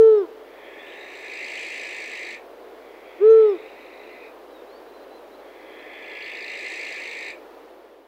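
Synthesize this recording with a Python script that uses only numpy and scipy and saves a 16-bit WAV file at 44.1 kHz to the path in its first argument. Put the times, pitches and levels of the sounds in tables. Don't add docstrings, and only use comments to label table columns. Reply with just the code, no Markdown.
import sys
import numpy as np
from scipy import signal
from scipy.fft import rfft, irfft, next_fast_len
from scipy.io import wavfile
from scipy.ndimage import uniform_filter1d

SR = 44100
rng = np.random.default_rng(int(sys.argv[2]) if len(sys.argv) > 2 else 0)


def digitize_waveform(pressure):
    field = np.atleast_2d(pressure).T
    bounded = np.clip(field, -1, 1)
    quanta = np.round(bounded * 32767).astype(np.int16)
    wavfile.write(sys.argv[1], SR, quanta)


N = 356151


def undb(db):
    return 10 ** (np.asarray(db) / 20)


def unit(x):
    return x / np.sqrt(np.mean(x ** 2))


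def colour(x, points):
    point_hz, point_db = np.transpose(points)
    size = next_fast_len(len(x))
    bin_hz = np.maximum(np.arange(size // 2 + 1) * SR / size, 1)
    gain_db = np.interp(np.log(bin_hz), np.log(point_hz), point_db)
    return irfft(rfft(x, size) * undb(gain_db), size)[:len(x)]


def walk(rate_hz, count):
    hold = max(int(SR / rate_hz), 1)
    held = np.repeat(rng.standard_normal(count // hold + 1), hold)[:count]
    return 1.3 * uniform_filter1d(uniform_filter1d(held, hold), hold)


def span(start_s, end_s, edge_s):
    i = int(start_s * SR)
    t = np.arange(i, min(int(end_s * SR), N)) / SR
    return i, t, np.clip(np.minimum(t - start_s, end_s - t) / edge_s, 0, 1)


def curve(t, s, values):
    return uniform_filter1d(np.interp(t, s, values), size=600, mode="nearest")


def turn_on(t, at_s, within_s):
    return .5 + .5 * np.tanh((t - at_s) / within_s)


def sine(hz):
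    return np.sin(2 * np.pi * np.cumsum(hz) / SR)


def wood(x, wet_db, t60_s, rise_s, ground_s, ground_db):
    t = np.arange(SR) / SR
    envelope = np.exp(-np.log(1000) * t / t60_s) * (1 - np.exp(-t / rise_s))
    scatter = unit(rng.standard_normal(SR) * envelope) / np.sqrt(SR)
    response = undb(wet_db) * scatter
    response[0] += 1
    response[int(ground_s * SR)] += undb(ground_db)
    return signal.fftconvolve(x, response)[:len(x)]


# (frequency [Hz], relative density [dB])
NIGHT_SPECTRUM = [(60, -36.5), (120, -39), (170, -29), (240, -14.5), (320, -3.5), (420, 0), (520, -1),
                  (790, -7.5), (1300, -15), (2500, -23.5), (4000, -29), (5500, -36), (8000, -43),
                  (15600, -37.5)]
# (frequency [Hz], level [dB rms])
HUM = [(50, -72.5)]
AIR_DB_RMS = -43.5


def night():
    air = unit(colour(rng.standard_normal(N), NIGHT_SPECTRUM)) * undb(AIR_DB_RMS)
    low = colour(air, [(1000, -15.0), (2500, -30.5)])
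    swell = undb(0.91 * walk(0.23, N) + 0.52 * walk(6.9, N))
    t = np.arange(N) / SR
    hum = sum(np.sqrt(2) * undb(db) * np.sin(2 * np.pi * hz * t) for hz, db in HUM)
    return air + low * (swell - 1) + hum


# (start [s], level [dB])
HOOTS = [(-0.123, 0.5), (3.19, 0)]
# (time after its start [s], pitch [Hz], level re hoot level [dB])
HOOT_COURSE = [(0, 319.5, -49), (0.026, 387.5, -18), (0.052, 427.3, -11), (0.11, 447.3, -8),
               (0.208, 443.2, -10), (0.286, 422.3, -15), (0.336, 387.6, -22), (0.364, 340.8, -29),
               (0.39, 303.9, -50)]
# (multiple of pitch [1], level before throat and effort [dB]); row 1 is the fundamental
OVERTONES = [(1, 0), (2, -31), (3, -32.5), (4, -38.5), (5, -50), (6, -50), (7, -49), (8, -53.5), (9, -53.5),
             (10, -57), (11, -60.5), (12, -69), (13, -56), (14, -62.5)]
# (centre [Hz], half width [Hz], lift [dB])
OWL_THROAT = [(890, 40, -3), (1230, 100, 5), (1780, 100, -3), (2600, 200, -5), (3600, 700, 2),
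              (5300, 110, 15), (5800, 500, -16), (6270, 35, 17)]
LEAD_S = 0.2


def owl():
    lead = int(LEAD_S * SR)
    out = np.zeros(N + lead)
    course_s, course_hz, course_db = np.transpose(HOOT_COURSE)
    for start_s, level_db in np.add(HOOTS, [LEAD_S, 0]):
        i, t, edge = span(start_s, start_s + course_s[-1], edge_s=.004)
        hz = curve(t - start_s, course_s, course_hz)
        db = level_db + curve(t - start_s, course_s, course_db)
        phase = 2 * np.pi * np.cumsum(hz) / SR
        voice = undb(db) * np.sin(phase)
        closed_db_per_multiple = np.clip(np.gradient(hz) * SR / 1500, 0, 1)
        effort_db = .3 * (db + 9)
        for k, order_db in OVERTONES[1:]:
            lift_db = sum(d / (1 + ((k * hz - f) / w) ** 2) for f, w, d in OWL_THROAT)
            wander_db = 3 * walk(14, len(t))
            overtone_db = order_db + lift_db - 12 + effort_db - k * closed_db_per_multiple + wander_db
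            voice += undb(overtone_db) * np.sin(k * phase)
        out[i:i + len(t)] += np.sqrt(2) * edge * voice
    return wood(out, wet_db=-28.5, t60_s=0.65, rise_s=0.12, ground_s=0.25, ground_db=-34.5)[lead:]


# (start [s], end [s], nominal full level [dB], swell time constant [s], drift [dB/s],
#  foot of climb at first [Hz], foot in full voice [Hz], mouth opens [s], nominal mouth ring [dB],
#  nominal climb force at first [dB], climb turns forceful [s], rasp peaks [s], nominal peak rasp [dB])
CHURRS = [(0.35, 2.37, -39.5, 0.22, 1, 1738, 1779, 0.85, -15.5, -11, 1.214, 1.6, -13),
          (2.6, 4.3, -45, 0.38, -4, 1840, 1910, 3.5, -13, -3.5, 4.1, 3.7, -27.5),
          (5.35, 7.33, -36, 0.4, -0.2, 1550, 1800, 6.33, -14.5, -4, 6.084, 6.7, -16)]
# (frequency [Hz], relative level [dB])
RASP_SPECTRUM = [(1500, -26.5), (2900, 3), (3400, 6), (3800, -3.5), (4400, 1.5), (5100, -1), (5500, -7.5),
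                 (6050, 3.5), (6600, -4), (7250, 2), (7750, 5), (8500, -6.5), (9500, -7.5), (10500, -22.5)]
# (frequency [Hz], gain [dB])
CHURR_THROAT = [(1450, -17.5), (1680, 1.5), (2650, -3.5), (2950, -3.5), (3300, 7.5), (5000, -1.5),
                (5500, -19)]
SWELL_DB = 27.5
TOP_FIRST_HZ, TOP_FULL_HZ, TOP_SAG_HZ_PER_S = 2278, 2751, 120
MOUTH_SHUT_HZ, MOUTH_OPEN_HZ, MOUTH_OPENS_IN_S = 3250, 3885, 0.12
FORCE_FULL_DB, FORCE_COMES_IN_S, FORCE_FALL_DB_PER_S = 4, 0.12, 4
RASP_RISE_DB_PER_S, RASP_FALL_DB_PER_S = 22, 7
OCTAVE_DB = -8.5


def churr():
    out = np.zeros(N)
    for (start_s, end_s, full_db, swell_s, drift_db_per_s, foot_first_hz, foot_full_hz, opens_s, mouth_db,
         weak_db, forces_s, peaks_s, peak_db) in CHURRS:
        i, t, edge = span(start_s, end_s, edge_s=0.026)
        n = len(t)
        effort = 1 - np.exp(-(t - start_s) / swell_s)
        db = full_db - SWELL_DB * (1 - effort) + drift_db_per_s * (t - start_s)
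        late_s = np.maximum(t - peaks_s, 0)
        early_s = np.maximum(peaks_s - t, 0)
        foot_hz = foot_first_hz + (foot_full_hz - foot_first_hz) * effort ** 2
        top_hz = TOP_FIRST_HZ + (TOP_FULL_HZ - TOP_FIRST_HZ) * effort - TOP_SAG_HZ_PER_S * late_s
        mouth_hz = MOUTH_SHUT_HZ + (MOUTH_OPEN_HZ - MOUTH_SHUT_HZ) * turn_on(t, opens_s, MOUTH_OPENS_IN_S)
        force_on = turn_on(t, forces_s, FORCE_COMES_IN_S)
        force_db = weak_db + (FORCE_FULL_DB - weak_db) * force_on - FORCE_FALL_DB_PER_S * late_s
        rasp_db = peak_db - RASP_RISE_DB_PER_S * early_s - RASP_FALL_DB_PER_S * late_s

        throb_hz = 55.9 - 4.4 * np.exp((t - t[-1]) / .7)
        turn = np.cumsum(throb_hz * (1 + 0.0091 * walk(40, n))) / SR
        count = turn.astype(int)
        cycle = turn % 1
        height, strength = rng.standard_normal((count[-1] + 1, 2))[count].T

        ramp = np.clip((cycle - .25) / .42, 0, 1) ** 1.5
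        climb = uniform_filter1d(ramp * (cycle < .76), size=60)
        hz = foot_hz + (top_hz - foot_hz) * (1 + 0.059 * height) * climb
        phase = 2 * np.pi * np.cumsum(hz * (1 + .045 * walk(600, n))) / SR
        burst = np.exp(-((cycle - .55) / 0.13) ** 2)
        throb = 0.25 + burst * undb(0.96 * force_db)
        tone = unit(throb * undb(1.1 * walk(400, n)) * np.sin(phase))

        mouth = undb(mouth_db) * (0.74 + burst) * walk(800, n) * sine(mouth_hz)

        uneven_db = -3.5 * np.abs(strength) + 1.5 * (-1) ** count
        octave_peak = np.exp(-((cycle - .57) / 0.14) ** 2)
        octave_gain = undb(OCTAVE_DB + 1.7 * force_db + uneven_db) * octave_peak
        octave = octave_gain * undb(3.0 * walk(400, n)) * np.sin(2 * phase)

        air = unit(colour(rng.standard_normal(n), RASP_SPECTRUM))
        puff = np.exp(-((cycle - .6) / 0.18) ** 2) * undb(0.28 * uneven_db)
        leak = 1.1 * colour(air, [(6300, -0.5), (7200, -6.5)])
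        rasp = leak + 1.95 * puff * colour(air, [(5200, -19.0), (7000, -1)])

        voice = colour(tone + octave + mouth, CHURR_THROAT)
        out[i:i + n] += (voice + undb(rasp_db + 4.5) * rasp) * undb(db - 4.5) * edge
    far = wood(out, wet_db=4.0, t60_s=0.21, rise_s=0.0019, ground_s=0.0059, ground_db=-4.0)
    scattered = colour(far, [(2800, 1), (4200, -6.5), (7000, -10.5)])
    direct = colour(out, [(2800, -15), (4200, 4), (7000, -3.5)])
    return scattered + direct


# (start [s], length [s], first pitch [Hz], last pitch [Hz], held before glide [s],
#  level at start [dB], warble spread [Hz])
WHISTLES = [(4.498, 0.13, 3960, 3660, 0.029, -65, 5), (4.67, 0.13, 3860, 4600, 0.0057, -66, 5),
            (4.87, 0.18, 4000, 4050, 0.01, -70, 88), (5.1, 0.09, 3940, 4050, 0.005, -68, 40),
            (5.31, 0.052, 4020, 4040, 0.01, -66, 90), (5.38, 0.035, 4050, 4000, 0.005, -68, 30),
            (5.524, 0.055, 3970, 4100, 0.005, -74, 70), (5.593, 0.035, 4060, 4060, 0.005, -70, 30),
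            (5.71, 0.055, 4030, 4000, 0.005, -73.5, 28), (5.785, 0.03, 3960, 3930, 0.005, -63, 90)]
GLIDE_ENDS, WHISTLE_RISE_DB = 0.74, 1


def small_bird():
    out = np.zeros(N)
    for start_s, length_s, first_hz, last_hz, held_s, level_db, warble_hz in WHISTLES:
        i, t, edge = span(start_s, start_s + length_s, edge_s=.01)
        glide_hz = curve(t - start_s, [held_s, GLIDE_ENDS * length_s], [first_hz, last_hz])
        hz = glide_hz + warble_hz * walk(139, len(t))
        db = level_db + WHISTLE_RISE_DB * (t - start_s) / length_s + 1.5 * walk(50, len(t))
        out[i:i + len(t)] += np.sqrt(2) * edge * undb(db) * sine(hz)
    return wood(out, wet_db=-20, t60_s=0.33, rise_s=.01, ground_s=0.0042, ground_db=-5)


# (time [s], peak level [dB])
TICKS = [(6.257, -47), (7.301, -47)]


def ticks():
    out, t = np.zeros(N), np.arange(400) / SR
    for start_s, peak_db in TICKS:
        i = int(start_s * SR)
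        out[i:i + len(t)] += undb(peak_db) * np.exp(-t / 0.0008)
    return out


def scene():
    return (night() + owl() + churr() + small_bird() + ticks())[None]


FADE_FROM_S, FADE_DB, TOP_HZ = 7.45, -7.5, 15720


def record(dry):
    gone = np.clip((np.arange(N) / SR - FADE_FROM_S) / (N / SR - FADE_FROM_S), 0, 1)
    faded = dry * undb(FADE_DB * gone ** 1.6)
    low_pass = signal.ellip(10, .2, 70, TOP_HZ, fs=SR, output="sos")
    return signal.sosfilt(low_pass, faded)


dry = scene()
out = record(dry)
digitize_waveform(out)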